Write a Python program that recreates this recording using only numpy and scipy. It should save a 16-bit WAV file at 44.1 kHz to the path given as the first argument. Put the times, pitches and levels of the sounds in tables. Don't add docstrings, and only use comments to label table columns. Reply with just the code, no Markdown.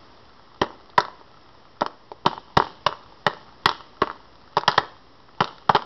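import sys
import numpy as np
from scipy import signal
from scipy.fft import rfft, irfft
from scipy.io import wavfile

SR = 44100
rng = np.random.default_rng(int(sys.argv[2]) if len(sys.argv) > 2 else 0)


def store_wav(level_fs):
    pcm = np.round(np.clip(np.atleast_2d(level_fs), -1, 1) * 32767)
    wavfile.write(sys.argv[1], SR, pcm.T.astype(np.int16))


N = 257984
AGE = np.arange(SR // 3) / SR
KNOCK_HZ = 1047

# (time [s], steam swell [s], thump pitch [Hz], thump level [dB], pan pitch [Hz],
# pan level [dB], foil pitch [Hz], foil level [dB], husk level [dB], crack level [dB],
# rustle level [dB], flight to the foil [s], level of that hit [dB])
POPS = [(0.6141, 0.0046, 288, -19, 431.5, -19.5, 1026, -18.5, -24, -24.5, -49, .0174, -28.5),
        (0.9775, 0.0046, 148, -29.5, 481, -21.5, 1027, -9.5, -17, -24.5, -45, .0121, -29),
        (1.817, 0.00207, 302, -25, 520, -19, 1020, -21, -32, -42, -71, .0085, -28.5),
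        (2.26, 0.0044, 190, -23, 396, -22, 952, -13.5, -22, -21.5, -36, .0162, -32),
        (2.5681, 0.0043, 171, -23, 487.6, -13.5, 970, -10, -17.5, -21, -30.5, .0120, -36),
        (2.8634, 0.0028, 182, -33, 465, -30.5, 1041, -13, -23.5, -20.5, -46, .0263, -32),
        (3.2643, 0.0025, 177, -25, 460, -24, 1023, -14, -16, -23, -39, .0127, -23),
        (3.6566, 0.0025, 143, -27.5, 534, -18, 1070, -11, -17, -15.5, -32, .0160, -29),
        (4.0162, 0.0046, 255, -26.5, 439, -21, 1082, -13.5, -25.5, -29.5, -42.5, .0156, -26),
        (4.5681, 0.0017, 218, -30, 525, -26, 1006, -16, -36, -28, -62, .0071, -20),
        (4.6774, 0.0042, 163, -29.5, 498, -24, 992, -13.5, -14.5, -16, -31, .0141, -23.5),
        (4.7767, 0.0047, 100, -31, 494, -22, 1040, -12, -16.5, -19.5, -52, .0138, -42),
        (5.404, 0.0038, 132, -22.5, 363, -23.5, 1040, -14.5, -22.5, -24, -35, .0070, -30),
        (5.692, 0.0043, 164, -22, 510, -23.5, 1034, -10.5, -17, -26.5, -38.5, .0172, -31),
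        (5.7472, 0.0035, 154, -36, 539, -18.5, 1092, -17.5, -23, -24, -43, .0077, -17.5)]


def pops():
    out = np.zeros(N)
    for (s, swell_s, thump_hz, thump_db, pan_hz, pan_db, foil_hz, foil_db,
         husk_db, crack_db, rustle_db, flight_s, hit_db) in POPS:
        split = swell(0.00052 + swell_s * 0.18, steepness=0.47)
        add(out, s, at_level(crackle(split, low_hz=2200), crack_db))
        husk = gush(swell_s * 0.75, steepness=0.91) * rng.standard_normal(len(AGE))
        add(out, s, at_level(band(husk, 1148, 1840, order=3), husk_db))
        puff = gush(swell_s, steepness=1.13)
        add(out, s, at_level(ring(foil_hz, puff, rough=0.75), foil_db))
        add(out, s, at_level(ring(pan_hz, puff, rough=1.1), pan_db))
        add(out, s + swell_s * 0.19, at_level(shove(thump_hz, octaves=1.12), thump_db))
        add(out, s, at_level(rustle(t60=0.54, uneven_db=3.5), rustle_db))
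        add(out, s + flight_s, knock(foil_spot(), thud_db=hit_db - 7, ring_db=hit_db, tick_db=hit_db - 15))
    return out


def crackle(envelope, low_hz):
    # (frequency [Hz], relative level [dB])
    colour = [(1500, 1.5), (2400, -10.5), (3000, 6.5), (3450, 1), (3750, 2.5), (4300, -1), (5200, -0.5),
              (6500, -6)]
    return band(envelope * noise(colour, len(envelope)), low_hz, 7900, order=3)


def gush(peak_s, steepness):
    u = AGE / peak_s
    return (u * np.exp((1 - u * u) / 2)) ** steepness


def ring(hz, envelope, rough):
    wander = band(rng.standard_normal(len(envelope)), 50, 286)
    return envelope * np.sin(2 * np.pi * hz * AGE[:len(envelope)] + rough * wander / np.std(wander))


def shove(hz, octaves):
    edge_ratio = 2 ** (octaves / 2)
    return band(swell(0.067 / hz, steepness=3.8), hz / edge_ratio, hz * edge_ratio)


def rustle(t60, uneven_db):
    fits = band(rng.standard_normal(len(AGE)), 30, 220)
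    return crackle(decay(t60) * from_db(uneven_db * fits / np.std(fits)), low_hz=2000)


def knocks():
    # (time [s], pitch [Hz], thud level [dB], ring level [dB], tick level [dB])
    landings = [(0.6418, 1100, -36.5, -34, -46.5), (0.7047, 1050, -61, -40, -65),
                (0.899, 1300, -63, -59, -52), (1.004, 1310, -33, -25, -27.5),
                (1.0503, 1170, -51, -32.5, -44), (1.0829, 990, -65, -37.5, -57),
                (1.2119, 980, -49, -46, -71), (1.809, 1300, -36, -31.5, -32.5),
                (1.8623, 1110, -39, -24.5, -35.5), (2.1166, 860, -39, -35.5, -48.5),
                (2.2525, 886, -33, -34, -60), (2.3308, 940, -62, -31, -56),
                (2.3775, 1000, -62, -32.5, -53.5), (2.5998, 1010, -25.5, -14.5, -41),
                (2.6233, 1050, -33, -24.5, -53), (2.9256, 1080, -47.5, -30.5, -50),
                (3.335, 1560, -44, -44, -49), (3.6911, 1120, -42, -20, -25), (3.714, 1240, -48, -28.5, -41),
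                (3.806, 1120, -59, -41.5, -51), (4.0726, 1070, -57, -31.5, -44),
                (4.0993, 1215, -57, -28.5, -55), (4.1116, 1060, -60, -34, -51),
                (4.5807, 1080, -42, -23, -30.5), (4.6097, 1420, -49, -38, -40.5),
                (4.6339, 1110, -51, -29, -50), (4.7148, 1380, -58, -33, -32),
                (4.728, 1240, -49, -34.5, -44), (4.743, 1050, -54, -31.5, -49),
                (4.805, 1114, -40, -32.5, -61), (4.835, 1040, -46, -40, -59),
                (5.4191, 1030, -27.5, -19, -40.5), (5.4423, 1226, -43, -29, -31),
                (5.476, 1240, -61.5, -36.5, -42), (5.582, 1400, -69, -48.5, -52),
                (5.7619, 1100, -37, -23, -26.5), (5.767, 1220, -53, -20, -43),
                (5.8211, 1080, -57, -35, -43.5)]
    out = np.zeros(N)
    for s, hz, thud_db, ring_db, tick_db in landings:
        add(out, s, knock(hz, thud_db, ring_db, tick_db))
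    return out


def knock(hz, thud_db, ring_db, tick_db):
    tick_edge_hz = min(1370 * (hz / KNOCK_HZ) ** 4.4, 3700)
    foil = ring(hz, brief(swell(0.00062, steepness=0.85)), rough=0.71)
    thud = brief(shove(hz=455, octaves=1.11))
    tick = crackle(brief(decay(t60=0.011)), low_hz=tick_edge_hz)
    return at_level(foil, ring_db) + at_level(thud, thud_db) + at_level(tick, tick_db)


def foil_spot(spread=0.057):
    return KNOCK_HZ * np.exp(spread * rng.standard_normal())


def settling(count, span_s=0.17, fade_db_per_s=150, spread_db=2.5, usual_rustle_db=-39.5):
    out = np.zeros(N)
    for s, *_, rustle_db, _, _ in POPS:
        first_db = -32.5 + 0.3 * (rustle_db - usual_rustle_db)
        waits_s = span_s * ((np.arange(count) + rng.random(count)) / count) ** 1.5
        for wait_s in waits_s:
            db = first_db - fade_db_per_s * wait_s + spread_db * rng.standard_normal()
            tap = knock(foil_spot(), thud_db=db - 22, ring_db=db, tick_db=db - 19.5)
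            add(out, s + 0.014 + wait_s, tap)
    return out


def stirring(per_s, ring_db, tick_db):
    out, chances = np.zeros(N), rng.random((200, 5))
    for when, luck, ring_softness, pitch, spit_softness in chances:
        if luck < per_s * N / SR / len(chances):
            s = when * N / SR
            shift = ring(850 + 500 * pitch, brief(swell(0.00091, steepness=0.86)), rough=0.41)
            spit = crackle(brief(decay(t60=0.008)), low_hz=2500)
            add(out, s, at_level(shift, ring_db - 9 * ring_softness))
            add(out, s, at_level(spit, tick_db - 12 * spit_softness))
    return out


def tent(x):
    # (frequency [Hz], bandwidth [Hz], relative level [dB])
    resonances = [(313, 100, -12.5), (520, 28, -18), (877, 67, 7), (1100, 370, -12), (1307, 36, 2),
                  (1550, 190, -3.5), (1940, 260, 0.5)]
    out = np.zeros(N)
    for k, (hz, width_hz, db) in enumerate(resonances):
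        radius = np.exp(-np.pi * width_hz / SR)
        zeros = np.array([1, 0, -1]) * (1 - radius ** 2) / 2
        poles = [1, -2 * radius * np.cos(2 * np.pi * hz / SR), radius ** 2]
        out += (-1) ** k * from_db(db) * signal.lfilter(zeros, poles, x + 1e-18)
    return out


def kitchen(x, near_db, tail_db):
    # (frequency [Hz], relative level [dB])
    colour = [(50, -2.5), (140, 2), (500, 3.5), (1000, -0.5), (1800, 1.5), (3000, -0.5), (5500, 0.5)]
    onset = 1 - np.exp(-(AGE / 0.0026) ** 2)
    near = noise(colour, len(AGE)) * onset * decay(t60=0.056)
    tail = noise(colour, len(AGE)) * onset * decay(t60=0.42)
    echo = from_db(near_db) * near / np.linalg.norm(near) + from_db(tail_db) * tail / np.linalg.norm(tail)
    return signal.fftconvolve(x, echo)[:N]


def stove():
    # (frequency [Hz], relative level [dB])
    colour = [(15, -5.5), (50, 0), (150, -5), (300, -3), (750, -6.5), (1020, -4), (1300, -6), (1450, -13),
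              (1900, -12.5), (2350, -21), (3100, -15.5), (4400, -18.5), (5100, -14.5), (6000, -17.5)]
    # (time [s], rms level [dB])
    drift = [(0, -48.5), (.5, -51), (1.401, -50.5), (2.2, -52.5), (2.801, -49.5), (3.5, -49), (4.4, -50.5),
             (5.3, -51.5), (5.85, -49.5)]
    # (frequency [Hz], rms level [dB])
    partials = [(59.6, -67.5), (119.2, -67)]
    t = np.arange(N) / SR
    hiss = from_db(np.interp(t, *np.transpose(drift))) * noise(colour, N)
    hum = sum(np.sqrt(2) * from_db(db) * np.sin(2 * np.pi * (hz * t + rng.random())) for hz, db in partials)
    return hiss + hum


def swell(peak_s, steepness):
    u = AGE / peak_s
    return (u * np.exp(1 - u)) ** steepness


def decay(t60):
    return from_db(-60 * AGE / t60)


def brief(x):
    return x[AGE < 0.03]


def noise(colour, size):
    hz, db = np.transpose(colour)
    bins_hz = np.maximum(np.fft.rfftfreq(size, 1 / SR), 1)
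    gain = from_db(np.interp(np.log(bins_hz), np.log(hz), db))
    x = irfft(rfft(rng.standard_normal(size)) * gain, size)
    return x / np.std(x)


def band(x, low_hz, high_hz, order=2):
    return signal.sosfilt(signal.butter(order, [low_hz, high_hz], "band", fs=SR, output="sos"), x + 1e-18)


def from_db(db):
    return 10 ** (np.asarray(db) / 20)


def at_level(x, db):
    return from_db(db) * x * np.sqrt(0.01 * SR / (np.sum(x ** 2) + 1e-20))


def add(track, s, sound):
    start = round(s * SR)
    track[start:start + len(sound)] += sound[:max(N - start, 0)]


def scene():
    blows = pops() + knocks() + settling(count=7) + stirring(per_s=22, ring_db=-51, tick_db=-59)
    pan = blows + from_db(-9) * tent(blows)
    return (pan + kitchen(pan, near_db=-10, tail_db=-16.5) + stove())[None]


def record(dry, bass_hz=35, treble_hz=5572, ceiling=0.85, hardness=16, cutoff_hz=16300, offset=-0.0021):
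    thinned = signal.sosfilt(signal.butter(1, bass_hz, "high", fs=SR, output="sos"), dry)
    narrow = signal.sosfilt(signal.butter(30, treble_hz, fs=SR, output="sos"), thinned)
    clipped = narrow / (1 + np.abs(narrow / ceiling) ** hardness) ** (1 / hardness)
    return signal.sosfilt(signal.ellip(10, .1, 80, cutoff_hz, fs=SR, output="sos"), clipped) + offset


dry = scene()
out = record(dry)
store_wav(out)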